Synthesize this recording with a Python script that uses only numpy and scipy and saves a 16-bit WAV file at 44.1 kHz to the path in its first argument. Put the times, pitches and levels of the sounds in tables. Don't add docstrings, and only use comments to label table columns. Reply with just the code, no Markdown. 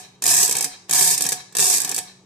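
import sys
import numpy as np
from scipy import signal
from scipy.fft import rfft, irfft
from scipy.io import wavfile
from scipy.ndimage import map_coordinates

SR = 44100
rng = np.random.default_rng(int(sys.argv[2]) if len(sys.argv) > 2 else 0)


def generate_wav(signal):
    frames = np.transpose(np.atleast_2d(signal))
    scaled = np.clip(frames, -1, 1) * 32767
    pcm = np.round(scaled).astype(np.int16)
    wavfile.write(sys.argv[1], SR, pcm)


N = 99225
LEAD = int(.5 * SR)
TIME = np.arange(-LEAD, N) / SR

# leaves_rest_s, wheels_engage_s, wheels_let_go_s, turn_ends_s,
# tooth_click_db, gear_rumble_db, shaft_slides_s, shaft_slide_db
CRANK_TURNS = [(-.45, -0.401, -.22, -.015, -17.5, -43.5, .04, -46),
               (0.216, 0.276, 0.45, 0.66, -11.5, -35, 0.73, -44.5),
               (0.881, 0.945, 1.15, 1.34, -12.5, -37, 1.385, -45),
               (1.54, 1.599, 1.776, 2.001, -12.5, -38, 2.075, -48)]

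RISE_S = 0.00091


def undb(db):
    return 10 ** (np.asarray(db) / 20)


def unit(response):
    return response / np.sqrt(np.sum(response ** 2, axis=-1, keepdims=True))


def through(x, response):
    answer = signal.fftconvolve(np.atleast_2d(x), np.atleast_2d(response), axes=-1)
    return answer[:, :len(TIME)]


def causal(gain):
    cepstrum = irfft(np.log(gain + 1e-9))
    half = cepstrum.shape[-1] // 2
    cepstrum[..., 1:half] *= 2
    cepstrum[..., half + 1:] = 0
    return np.exp(rfft(cepstrum))


def colour(points, column=1, size=4096):
    p = np.array(points, float)
    hz = np.fft.rfftfreq(size, 1 / SR)
    db = np.interp(np.log(hz + 1), np.log(p[:, 0]), p[:, column])
    return unit(irfft(causal(undb(db))))


def ring(modes):
    t = np.arange(SR // 2) / SR
    total = 0
    for hz, db, t60 in modes:
        tone = np.cos(2 * np.pi * hz * t) * np.exp(-np.log(1000) * t / t60)
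        total = total + undb(db) * unit(tone)
    return total


def noise(side_db):
    mid, side = rng.standard_normal((2, len(TIME)))
    opposite = np.array([[1], [-1]])
    return (mid + undb(side_db) * side * opposite) / np.hypot(1, undb(side_db))


def walk(rate):
    knots = np.arange(TIME[0], TIME[-1], 1 / rate)
    return np.interp(TIME, knots, rng.standard_normal(len(knots)))


def sample_at(times):
    return np.clip((times * SR).astype(int) + LEAD, 0, len(TIME) - 1)


def driven(t):
    return sum(1. * ((t > start) & (t < stop)) for _, start, stop, *_ in CRANK_TURNS)


def background():
    # pitch_hz, level_db
    air_colour = [(25, -13), (70, -11.5), (128, 9), (230, -3.5), (390, 4), (550, -8.5), (900, -4.5),
                  (1500, -17), (5500, -27), (10000, -30.5), (15000, -49)]
    air_db, air_side_db, hum_hz, hum_db = -58.5, -13.5, 186.6, -59.5
    hum_level = undb(hum_db + 2 * walk(2.2))
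    hum = hum_level * np.sin(2 * np.pi * hum_hz * TIME + walk(7.8))
    return undb(air_db) * through(noise(air_side_db), colour(air_colour)) + hum


def room(x):
    # band_low_hz, band_high_hz, t60_s, level_db
    echo_bands = [(80, 1700, 0.32, -18), (580, 2860, 0.61, -9.5), (3200, 6200, 0.57, -12.5),
                  (7500, 10600, .33, -17.5), (10500, 11000, 0.077, -29.5)]
    delay_s, build_s = 0.014, 0.004
    t = np.arange(SR // 2) / SR
    build = np.clip((t - delay_s) / build_s, 0, 1)
    tail = 0
    for lo_hz, hi_hz, t60, db in echo_bands:
        band = signal.butter(2, [lo_hz, min(hi_hz, SR / 2 - 1)], "band", fs=SR, output="sos")
        fade = np.exp(-np.log(1000) * t / t60)
        echoes = unit(rng.standard_normal((2, len(t))) * build * fade)
        tail = tail + undb(db) * signal.sosfilt(band, echoes)
    return through(x, tail)


def shaft():
    # pitch_hz, level_db
    scrape_colour = [(200, 0.5), (730, 0.5), (1300, 1), (2500, 1), (3100, -3), (4000, 0), (4700, -5),
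                     (5700, 1.5), (8000, -8), (14000, -24)]
    # pitch_hz, level_db, t60_s
    rubbed_tones = [(1730, -14, .12), (2225, -14, 0.099), (3190, -14, .11), (3775, -10.5, 0.056),
                    (3914, -8, 0.087), (4110, -6.5, .06), (5530, -13, .06)]
    width_s, rough_db = 0.02, 3
    idle_db, coast_s = -63.5, 0.2
    swell = 0
    for *_, end, _, _, when, db in CRANK_TURNS:
        slide = undb(db) * np.exp(-.5 * ((TIME - when) / width_s) ** 2)
        coast = undb(idle_db) * (TIME > end) / (1 + ((TIME - end) / coast_s) ** 10)
        swell = swell + slide + coast
    rub = swell * undb(rough_db * walk(73)) * noise(-1)
    return undb(-3) * through(rub, colour(scrape_colour)) + through(rub, ring(rubbed_tones))


def gears():
    attack_s, release_s, rough_db = 0.029, 0.016, 4
    load = 0
    for start, _, _, end, _, db, *_ in CRANK_TURNS:
        rise = np.clip((TIME - start) / attack_s, 0, 1)
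        fall = np.exp(-np.maximum(TIME - end, 0) / release_s)
        load = load + undb(db) * rise * fall
    return (load * undb(rough_db * walk(140))) ** 2


def bursts(times, db, decays):
    hits, t = np.zeros(len(TIME)), np.arange(SR // 4) / SR
    np.add.at(hits, sample_at(times), undb(db) ** 2)
    fall = sum(undb(decay_db) ** 2 * np.exp(-t / decay_s) for decay_s, decay_db in decays)
    return np.abs(through(hits, (1 - np.exp(-t / RISE_S)) * fall)[0])


def steel(energy):
    # pitch_hz, left_db, right_db
    click_colour = [(300, -42, -44.5), (2050, -35.5, -44.5), (2880, -18.5, -47.5), (3720, -11, -12),
                    (4260, -9.5, -16), (5554, -1.5, -12), (6800, 1, -8.5), (7220, -2.5, -5.5), (8060, 0, 2),
                    (8680, -19.5, -1.5), (9260, -10.5, -4.5), (12140, -10.5, -9.5), (14550, -13, -13),
                    (15000, -39.5, -39)]
    # pitch_hz, level_db, t60_s
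    steel_tones = [(3720, -28.5, .1), (4600, -27.5, 0.11), (5440, -27, 0.2), (5840, -24, .17),
                   (6090, -26, 0.17), (6567, -23, .17), (6770, -21.5, .15), (7460, -23.5, 0.13),
                   (7830, -19, .13), (8470, -20, 0.17), (9040, -22.5, 0.15), (9400, -25, .14),
                   (10370, -25.5, .12), (10867, -25, .12)]
    crack = np.sqrt(energy) * noise(0)
    ears = [colour(click_colour, 1), colour(click_colour, 2)]
    return through(crack, ears) + through(crack, ring(steel_tones))


def partials(times, click_db, count=3):
    # lowest_hz, highest_hz, t60_s, level_db (against the click)
    pitch_ranges = [(1601.4, 5500, 0.058, -15), (4507, 9500, 0.11, -10.5), (6600, 13000, 0.06, -12.5)]
    out, t = np.zeros((2, len(TIME) + SR)), np.arange(SR // 8) / SR
    rise = 1 - np.exp(-t / RISE_S)
    for when, db in zip(times, click_db):
        at = max(int(when * SR) + LEAD, 0)
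        for lo_hz, hi_hz, t60, ring_db in pitch_ranges:
            pitch, left, right = rng.random((3, count, 1))
            hz = lo_hz * (hi_hz / lo_hz) ** pitch
            phase = np.array([left, right])
            waves = np.sin(2 * np.pi * (hz * t + phase)).sum(axis=1) / np.sqrt(count)
            fade = np.exp(-np.log(1000) * t / t60)
            out[:, at:at + len(t)] += undb(db + ring_db) * waves * rise * fade
    return out[:, :len(TIME)]


def push(energy):
    split_hz, low_side_db, high_side_db = 502, -13.5, -8.5
    low = signal.butter(2, split_hz, "low", fs=SR, output="sos")
    high = signal.butter(2, split_hz, "high", fs=SR, output="sos")
    force = np.sqrt(energy)
    return signal.sosfilt(low, force * noise(low_side_db)) + signal.sosfilt(high, force * noise(high_side_db))


def blows(times, db):
    blow_db, ear_spread = 21, 0.42
    way, lean = rng.standard_normal((len(times), 2)).T
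    out, at = np.zeros((2, len(TIME))), sample_at(times)
    for ear, side in zip(out, (1, -1)):
        np.add.at(ear, at, undb(db + blow_db) * (np.sign(way) + side * ear_spread * lean))
    return out


def casing(times, knock_db, grind):
    # pitch_hz, level_db
    thud_colour = [(60, -15), (100, -8.5), (145, 5.5), (230, -5.5), (400, 4), (550, -5), (760, 6),
                   (1130, -2.5), (1400, -6.5), (1720, 4), (2030, -11.5), (2300, 5.5), (2600, 1.5),
                   (2930, -12.5), (3150, 5.5), (3380, -1.5), (3700, 4), (8000, -20.5)]
    # pitch_hz, level_db, t60_s
    case_tones = [(167.4, -16.5, 0.051), (277.3, -18.5, 0.22), (397, -13, 0.043), (459, -21, 0.11),
                  (732, -12, 0.22), (800, -25, 0.045), (924, -16, 0.2), (976.3, -18.5, 0.3),
                  (1111, -18.5, 0.06), (1711, -13.5, 0.077), (1778, -18.5, 0.1), (2223, -20.5, 0.1),
                  (2480, -14, 0.037), (2620, -22.5, 0.084)]
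    # pitch_hz, level_db, t60_s
    desk_tones = [(140.4, -7.5, 0.15), (161.3, -7, 0.15), (358, -15.5, 0.17)]
    knock_s, thud_db, desk_db, low_cut_hz = 0.0038, -3.5, -46, 88
    knocks = bursts(times, knock_db, [(knock_s, 0)])
    thud = through(push(knocks + grind), colour(thud_colour))
    ringing = through(blows(times, knock_db) + push(grind), ring(case_tones))
    drumming = through(push(driven(TIME)), ring(desk_tones))
    body = ringing + undb(thud_db) * thud + undb(desk_db) * drumming
    return signal.sosfilt(signal.butter(4, low_cut_hz, "high", fs=SR, output="sos"), body)


def wheel_teeth(count=80):
    teeth_per_s, jitter, scatter_db = 185, .25, 1
    click_sag_db, knock_db, knock_sag_db = -1, -13, -9.5
    rows = []
    for _, start, stop, _, db, *_ in CRANK_TURNS:
        late, size = rng.standard_normal((count, 2)).T
        t = start + (np.arange(count) + jitter * late) / teeth_per_s
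        along = (t - start) / (stop - start)
        level = db + scatter_db * size
        teeth = np.c_[t, level + click_sag_db * along, level + knock_db + knock_sag_db * along]
        rows.append(teeth[t < stop])
    return np.vstack(rows)


def shifting(x, size=2048):
    # pitch_hz, width_hz, level_db
    hollow_bands = [(55, 35, -6), (235, 30, -5), (545, 45, -14), (1400, 130, -3), (2015, 40, -10),
                    (2950, 70, -3), (3440, 40, -5)]
    depth_db, width_hz, changes_per_s, top_hz = 2, 95, 11, 6500
    hz, t, bands = signal.stft(x, SR, nperseg=size)
    load = driven(t + TIME[0])
    chance = rng.standard_normal((size // 4, size // 4))
    places = np.meshgrid(hz / width_hz, t * changes_per_s, indexing="ij")
    field = map_coordinates(chance, places, order=1)
    depth = np.outer(depth_db / (1 + (hz / top_hz) ** 2), 1 + load)
    hollow = sum(db * np.exp(-.5 * ((hz - centre) / width) ** 2) for centre, width, db in hollow_bands)
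    gain = undb(depth * (1 - np.exp(-field)) + np.outer(hollow, load))
    return signal.istft(bands * causal(gain.T).T, SR, nperseg=size)[1][:, :len(TIME)]


def scene():
    # start_s, steel_click_db, casing_knock_db
    snaps = np.array([(-.045, -30, -27), (-.025, -20, -32), (.222, -20.5, -30), (.239, -13, -32),
                      (0.256, -15, -24.5), (0.264, -10, -28), (0.286, -30, -37), (.3075, -21, -44),
                      (.378, -13, -30), (.401, -16, -27.5), (.429, -7.5, -24), (.459, -13.5, -34),
                      (0.478, -13, -40), (0.4943, -13, -35), (.511, -12, -29), (0.524, -13.5, -50),
                      (0.5525, -17.5, -21.5), (0.567, -13.5, -54), (0.584, -16, -44),
                      (0.6084, -14.5, -28.5), (0.6253, -16, -53), (.643, -14, -27.5), (.649, -20, -38),
                      (0.8948, -22, -28), (.910, -13, -26), (0.9272, -13.5, -24.5), (0.934, -11.5, -23.5),
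                      (0.954, -15, -29), (0.993, -10.5, -21), (1.01, -10.5, -18.5), (1.028, -10, -28.5),
                      (1.046, -10.5, -35), (1.0751, -9, -31), (1.110, -12, -26), (1.1775, -13, -46),
                      (1.2076, -14, -23), (1.221, -11.5, -58), (1.239, -18, -49), (1.2519, -19.5, -24),
                      (1.265, -15, -39), (1.289, -12.5, -32.5), (1.308, -24, -49), (1.320, -16.5, -24.5),
                      (1.325, -14.5, -32.5), (1.5245, -43, -44), (1.551, -22, -27), (1.568, -14, -28),
                      (1.585, -13.5, -28), (1.593, -14, -20.5), (1.626, -22, -21.5), (1.703, -27, -24),
                      (1.73, -19, -23), (1.782, -14.5, -27), (1.802, -14, -48), (1.817, -16.5, -43),
                      (1.835, -25, -39), (1.847, -15.5, -28), (1.876, -24.5, -36), (1.8926, -17.5, -56),
                      (1.914, -18.5, -47), (1.945, -16.5, -56), (1.9629, -18, -42), (1.979, -20, -29),
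                      (1.986, -18, -27)])
    times, click_db, knock_db = np.vstack([snaps, wheel_teeth()]).T
    grind = gears()
    clicks = bursts(times, click_db, [(0.0027, 0), (0.014, -15.5)])
    clicks = clicks + bursts(snaps[:, 0], snaps[:, 1], [(0.0007, 3.5)])
    clicks = clicks + undb(-8.5) ** 2 * grind
    left_minus_right_db = -2.5
    lean = undb(np.array([[1], [-1]]) * left_minus_right_db / 2)
    bright = lean * (steel(clicks) + partials(times, click_db))
    machine = bright + casing(times, knock_db, grind) + shaft()
    return (shifting(machine + room(machine)) + background())[:, LEAD:]


def record(dry):
    knee_db, squeeze, react_s, makeup_db = -17.5, 0.45, 0.064, 1
    ceiling, top_hz = .95, 15500
    keep = np.exp(-1 / (react_s * SR))
    power = signal.lfilter([1 - keep], [1, -keep], np.mean(dry ** 2, axis=0))
    gain = undb(makeup_db) * (1 + power / undb(knee_db) ** 2) ** (-squeeze / 2)
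    loud = dry * gain
    rounded = loud / np.sqrt(np.hypot(1, (loud / ceiling) ** 2))
    return signal.sosfilt(signal.ellip(8, .2, 70, top_hz, fs=SR, output="sos"), rounded)


dry = scene()
out = record(dry)
generate_wav(out)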